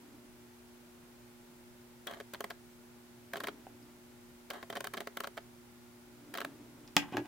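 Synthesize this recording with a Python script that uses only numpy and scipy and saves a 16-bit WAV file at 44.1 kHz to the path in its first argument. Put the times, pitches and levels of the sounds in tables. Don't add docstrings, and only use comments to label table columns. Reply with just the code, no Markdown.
import sys
import numpy as np
from scipy import signal
from scipy.fft import rfft, irfft, next_fast_len
from scipy.io import wavfile

SR = 44100
rng = np.random.default_rng(int(sys.argv[2]) if len(sys.argv) > 2 else 0)


def attenuation_scalar(level_db):
    decades = np.asarray(level_db, float) / 20
    return 10 ** decades


def materialize(psi):
    bounded = np.clip(np.atleast_2d(psi).T, -1, 1)
    quanta = np.round(bounded * 32767).astype(np.int16)
    wavfile.write(sys.argv[1], SR, quanta)


N = 320607

# multiple of the mains tone, left level [dB], right level [dB].
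HUM = [(1, -75.5, -79), (2, -61, -60.5), (3, -64.5, -63.5), (5, -80, -80.5), (6, -108, -96),
       (7, -86, -78.5), (7.5, -82, -98)]
MAINS_HZ = 120.05
# frequency [Hz], density [dB per Hz].
AIR = [(12, -50), (25, -23), (80, -21), (150, -20), (206, -27), (320, -27), (500, -28), (1050, -29),
       (2500, -34), (6000, -37), (15800, -39), (16000, -52), (16300, -90)]
# frequency [Hz], likeness [0-1].
AIR_ALIKE = [(60, 0.58), (130, 0.62), (640, 0.2), (1400, 0.15), (3000, 0)]
# frequency [Hz], width [Hz], level [dB].
DRONE = [(118.4, 2.6, 2.5), (235, 31, -9.5), (346, 58, -11), (474, 134, -16.5), (620, 125, -17),
         (912, 145, -18), (1413, 77, -17.5), (2100, 760, -25)]
# frequency [Hz], t60 [s].
ROOM_DECAY = [(150, 0.44), (1000, 0.11), (2000, 0.22), (4000, 0.14), (10000, 0.14)]

# time [s], level [dB].
ARM_SHIFTS = [(.1, -59), (3.472, -54.5), (3.894, -69), (6.28, -61.5), (6.474, -54.5), (6.796, -60.5)]
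ARM_RISE_DB_S, ARM_FALL_DB_S = 66, 45.5
# frequency [Hz], width [Hz], level [dB].
TABLE_TOP = [(119.4, 6.9, -4), (165, 51, -5.5), (205.7, 43, -5.5), (287.6, 21.6, 3.5), (457, 58, -14.5),
             (512, 120, -19.5)]
# time [s], scrape level [dB].
FINGER_SCRAPES = [(7.03, -45.5), (7.055, -50), (7.09, -51.5), (7.138, -39), (7.18, -38), (7.2, -58),
                  (7.255, -52.5)]
SLIDE_RISE_DB_S, SLIDE_FALL_DB_S = 800, 809
# time [s], level [dB].
ROCKS = [(7.145, -18.5), (7.153, -16.5), (7.18, -13.5), (7.196, -18), (7.218, -22), (7.231, -30)]
# frequency [Hz], width [Hz], level [dB].
BOARD = [(123, 12, -14), (297, 11, 2), (328, 9.1, 5.5), (354, 11, 6), (566, 32, -4)]

# time [s], peak [dB], table knock [dB], hardness [0-1].
CONTACTS = [
    (6.8786, -53.5, -15, .95),
    (6.883, -56, -9, .95),
    (6.9661, -10.5, -15, 1),
    (6.98, -41, -19, 0.5),
    (7.124, -44.5, 5, 0.6),
    (7.1696, -20.5, -28, 0.29),
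    (7.257, -42, -16, 0.34),
]
# frequency [Hz], width [Hz], level [dB].
CASE = [(542, 35, -11), (737, 55, 0), (863, 113, 1.5), (1060, 260, -1), (1310, 400, -5.5), (1587, 67, 1.5),
        (1930, 150, -2), (2435, 155, 1), (2600, 190, -0.5), (2940, 210, 1), (3340, 400, -0.5),
        (4230, 740, -9), (5100, 260, -2.5), (6030, 390, -7.5), (7020, 270, -3), (9800, 4000, -13),
        (11500, 3000, -26)]
# start [s], frequency [Hz], level [dB], t60 [s].
CREAKS = [(3.668, 776, -37, 0.019), (3.668, 1430, -54, 0.014), (3.669, 2600, -52, 0.0079),
          (3.827, 5000, -54, 0.013), (2.0756, 3350, -33, 0.019), (6.877, 5100, -40, 0.0033),
          (6.967, 831, -37, 0.14), (6.967, 1592, -33.5, 0.15), (7.17, 1660, -29.5, 0.029)]

# start [s], start level [dB], move [s], stop level [dB].
MOVES = [(2.0714, -30, 0.007, -36), (2.1118, -39.5, 0.0048, -55), (2.3377, -31.5, .0084, -32.5),
         (2.5031, -40.5, 0.0031, -31.5), (3.3358, -31, 0.007, -42), (3.3704, -33, .0056, -42),
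         (3.4041, -31.5, 0.0048, -46), (3.4377, -33, .0041, -29.5), (3.4719, -31.5, .0051, -43),
         (4.5037, -29, 0.0043, -30.5), (4.5354, -41, .004, -43), (4.7549, -34, .0058, -31),
         (4.7706, -37, .0043, -48), (4.844, -32, .0065, -35), (4.9382, -33, 0.0046, -32.5),
         (4.9716, -36, .0043, -28), (5.006, -33, .0058, -41), (5.2375, -38, 0.0055, -29.5),
         (5.3722, -44, 0.0048, -30.5), (6.3409, -32, 0.011, -27.5), (6.3748, -31.5, 0.009, -28),
         (6.4054, -31, 0.0099, -28.5)]
# time [s], level [dB].
NUDGES = [(2.407, -31), (2.443, -30.5), (4.702, -29.5), (4.8071, -29.5), (4.8716, -31.5), (5.0732, -30.5),
          (5.172, -28), (5.2049, -28), (5.273, -32.5), (6.4486, -29)]
# time [s], level [dB].
BACKLASH = [(2.1367, -36.5), (2.172, -58), (2.2017, -32.5), (3.3577, -32.5), (3.485, -30.5), (4.553, -51),
            (4.6282, -34.5), (4.7269, -31.5), (4.7688, -37)]
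# start [s], end [s], level [dB].
TRAVEL = [(2.076, 2.19, -53), (4.527, 4.622, -53.5), (6.35, 6.435, -57)]
FULL_SPEED_S, SPEED_UP_DB_S, SLOW_DOWN_DB_S = 0.026, 90, 126
# frequency [Hz], width [Hz], level [dB].
SHELL = [(211, 28, -6), (290, 205, -6), (409, 43.5, 5), (560, 67, 1), (671, 59, 3), (825, 34, -12),
         (912, 33, -19.5)]
BARREL = [(1085, 86, 4), (1348, 87, 4), (1617, 293, 4), (2180, 970, -3.5), (3120, 280, 0.5),
          (3350, 295, -1), (3670, 610, -3), (4670, 1550, -12)]
GEARS = [(6300, 1060, -2.5), (8510, 470, 1.5), (10300, 1250, -2.5), (11150, 700, 1), (12300, 1080, -1),
         (14900, 680, 4)]
USUAL_DB = -34
EDGE_DB, THUMP_DB = [-4, -18, -6.5, -18], [-4.5, -4.5, -1.5, -4.5]
EDGE_FOLLOWS, THUMP_FOLLOWS, SCATTER_DB = 0.88, 0.37, 0.63
REBOUND_S, REBOUND_DB, REBOUND_THUMP_DB = .006, -11.5, -5


def unit(x):
    return x / np.sqrt(np.mean(x ** 2) + 1e-20)


def along(points, hz):
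    f, v = np.transpose(points)
    return np.interp(np.log(hz + 1), np.log(f + 1), v)


def filtered(x, response):
    m = next_fast_len(N + SR // 4, real=True)
    return irfft(rfft(x, m) * response(np.fft.rfftfreq(m, 1 / SR)), m)[..., :N]


def above(hz, order=2):
    return lambda f: (1j * f / (hz + 1j * f)) ** order


def body(modes, sign=-1):
    size = SR / (2 * np.pi * sum(attenuation_scalar(db) * width for _, width, db in modes))

    def response(f):
        total = 0
        for k, (centre, width, db) in enumerate(modes):
            loss = 1j * f * width
            total = total + sign ** k * attenuation_scalar(db) * loss / (centre * centre - f * f + loss)
        return total * size
    return response


def pair(alike, spiky_db=0):
    a, b = rng.standard_normal((2, N)) * attenuation_scalar(spiky_db * rng.standard_normal(N))
    turn = np.arccos(np.clip(alike, -1, 1)) / 2
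    mid, side = np.cos(turn) * a, np.sin(turn) * b
    return unit(np.array([mid + side, mid - side]))


def bursts(times, db, rise, fall):
    lead = 400
    t = np.arange(-lead, 1601) / SR
    shape = np.where(t < 0, np.clip(1 + t / rise, 0, 1) ** 0.21, np.exp(-np.abs(t) / fall))
    marks = np.bincount(np.round(np.asarray(times) * SR).astype(int), attenuation_scalar(db), N)
    return signal.oaconvolve(marks, shape / np.linalg.norm(shape))[lead:lead + N]


def swells(rows, rise_db_s, fall_db_s):
    t = np.arange(N) / SR
    return sum(attenuation_scalar(db - np.maximum(rise_db_s * (s - t), fall_db_s * (t - s))) for s, db in rows)


def routes(count, size, t60, apart):
    lag = np.arange(count) / SR
    shared, own = rng.standard_normal((2, count))
    echoes = shared + apart * np.outer([1, -1], own)
    return (lag == 0) + size * attenuation_scalar(-60 * lag / t60) * echoes


def through(blow, paths):
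    return signal.oaconvolve(blow[None], paths, axes=1)[:, :N]


def quiet_room():
    t = np.arange(N) / SR
    hum = 0
    for k, left_db, right_db in HUM:
        tone = np.sin(2 * np.pi * (k * MAINS_HZ * t + rng.random()))
        hum = hum + np.sqrt(2) * attenuation_scalar([[left_db], [right_db]]) * tone

    def mid_side(hz):
        turn = np.arccos(np.clip(along(AIR_ALIKE, hz), -1, 1)) / 2
        return attenuation_scalar(along(AIR, hz)) * np.array([np.cos(turn), np.sin(turn)])
    mid, side = filtered(rng.standard_normal((2, N)), mid_side)
    hiss = unit(np.array([mid + side, mid - side]))
    drone = unit(filtered(pair(0.17), body(DRONE)))
    return hum + attenuation_scalar(-65) * drone + attenuation_scalar(-61.5) * hiss


def room(x):
    hz, t, z = signal.stft(rng.standard_normal((2, SR // 2)), SR, nperseg=256)
    decay = attenuation_scalar(-60 * t / along(ROOM_DECAY, hz)[:, None])
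    tail = signal.istft(z * decay, SR, nperseg=256)[1]
    late = np.pad(x, ((0, 0), (200, 0)))
    return signal.fftconvolve(late, tail / np.linalg.norm(tail[0]), axes=1)[:, :N]


def table():
    wood = filtered(pair(0.99), lambda f: body(TABLE_TOP)(f) * above(260)(f))
    murmur = swells(ARM_SHIFTS, ARM_RISE_DB_S, ARM_FALL_DB_S) * unit(wood)
    skin = filtered(pair(0.95, spiky_db=8.5), lambda f: body(CASE)(f) / (1 + 1j * f / 1100) ** 2)
    scrape = swells(FINGER_SCRAPES, SLIDE_RISE_DB_S, SLIDE_FALL_DB_S) * unit(skin)
    s, db = np.transpose(ROCKS)
    rocking = filtered(bursts(s, db - 18.0, rise=0.00039, fall=0.00052), body(BOARD, sign=0.73))
    return murmur + scrape + rocking


def creaks():
    out, t = np.zeros(N + SR), np.arange(SR // 4) / SR
    for start, hz, db, t60 in CREAKS:
        out[round(start * SR):][:len(t)] += attenuation_scalar(db - 60 * t / t60) * np.sin(2 * np.pi * hz * t)
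    return out[:N]


def remote():
    s, db, knock_db, hardness = np.transpose(CONTACTS)
    hardness = np.clip(hardness, .01, .99)
    paths = routes(count=600, size=.07, t60=0.025, apart=0.64)

    def blow(share):
        return through(bursts(s, db + 20 * np.log10(share) + 11, rise=.00005, fall=.00004), -paths)
    crack = bursts(s, db + 20 * np.log10(hardness) + 17, rise=0.00016, fall=0.00069) * pair(.8)
    hard = filtered(blow(hardness), lambda f: attenuation_scalar(6.5) * body(CASE)(f))
    hard = hard + filtered(crack, above(10200, order=4))
    soft = filtered(blow(1 - hardness), lambda f: attenuation_scalar(4) * body(CASE, sign=1)(f) / (1 + 1j * f / 2200) ** 2)
    push = bursts(s, db + knock_db - 5.0, rise=0.00065, fall=0.00013)
    knock = filtered(push, lambda f: body(TABLE_TOP, sign=1)(f) * above(80)(f))
    return hard + soft + knock + creaks()


def jolts():
    start, start_db, move, stop_db = np.transpose(MOVES)
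    kinds = [(start, start_db), (start + move, stop_db), np.transpose(NUDGES), np.transpose(BACKLASH)]
    s, db = np.concatenate(kinds, axis=1)
    kind = np.repeat(np.arange(len(kinds)), [len(k[0]) for k in kinds])
    chance = rng.standard_normal((len(s), 3))
    extra_db = db - USUAL_DB
    edge_db = USUAL_DB + np.take(EDGE_DB, kind) + EDGE_FOLLOWS * extra_db + SCATTER_DB * chance[:, 0]
    thump_db = USUAL_DB + np.take(THUMP_DB, kind) + THUMP_FOLLOWS * extra_db + SCATTER_DB * chance[:, 1]
    first = np.array([s, db, edge_db, thump_db])
    delay = REBOUND_S * np.exp(0.1465 * chance[:, 2])
    weaker = np.outer([REBOUND_DB, REBOUND_DB, REBOUND_THUMP_DB], np.ones(len(s)))
    bounce = first + np.vstack([delay, weaker])
    return np.concatenate([first, bounce[:, kind % 2 == 1]], axis=1)


def shell(f):
    return body(SHELL, sign=1)(f) * above(170)(f)


def lens_travel():
    rattle = pair(0.39, spiky_db=9.5)
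    whir = unit(filtered(rattle, lambda f: body(BARREL)(f) / (1 + 1j * f / 2600)))
    whir = whir + attenuation_scalar(3.5) * unit(filtered(rattle, shell))
    whir = whir + attenuation_scalar(-23) * unit(filtered(rattle, body(GEARS)))
    t, speed = np.arange(N) / SR, 0
    for start, end, db in TRAVEL:
        moving = (t > start) & (t < end)
        speed = speed + moving * swells([(start + FULL_SPEED_S, db)], SPEED_UP_DB_S, SLOW_DOWN_DB_S)
    return whir * speed


def lens():
    s, blow_db, edge_db, thump_db = jolts()
    paths = routes(count=220, size=.13, t60=.0081, apart=.3)

    def strike(db, early=.0004):
        return through(bursts(s - early, db, rise=.00008, fall=.00006), paths)
    thump = strike(thump_db - 2)
    thump = thump + bursts(s, thump_db + 5, rise=0.00095, fall=0.0045) * pair(0.75)
    thump = thump + strike(edge_db - 6.5, early=0.00248)
    scratch = bursts(s, edge_db + 17.0, rise=0.0022, fall=0.0016)
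    hit = bursts(s, blow_db + 7.5, rise=0.00085, fall=0.0015)
    settle = bursts(s, blow_db + 8.5, rise=0.0009, fall=0.0037)
    clack = strike(blow_db + 2) + (hit + attenuation_scalar(-4) * scratch + settle) * pair(0.7, spiky_db=3)
    mesh = bursts(s, edge_db - 10, rise=0.00066, fall=0.0032)
    edge = (scratch + mesh) * pair(0.074, spiky_db=7.0)
    blows = filtered(thump, shell) + filtered(clack, body(BARREL)) + filtered(edge, body(GEARS))
    return blows + lens_travel()


def scene():
    focus, knocks = lens(), remote()
    echo = room(attenuation_scalar(-16.0) * focus + attenuation_scalar(-8.0) * knocks)
    return focus + knocks + echo + table() + quiet_room()


def top_cut(x):
    return signal.sosfilt(signal.butter(12, 16670, fs=SR, output="sos"), x)


def record(dry):
    top_hz = 16400
    return top_cut(filtered(dry, lambda hz: hz < top_hz))


dry = scene()
out = record(dry)
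materialize(out)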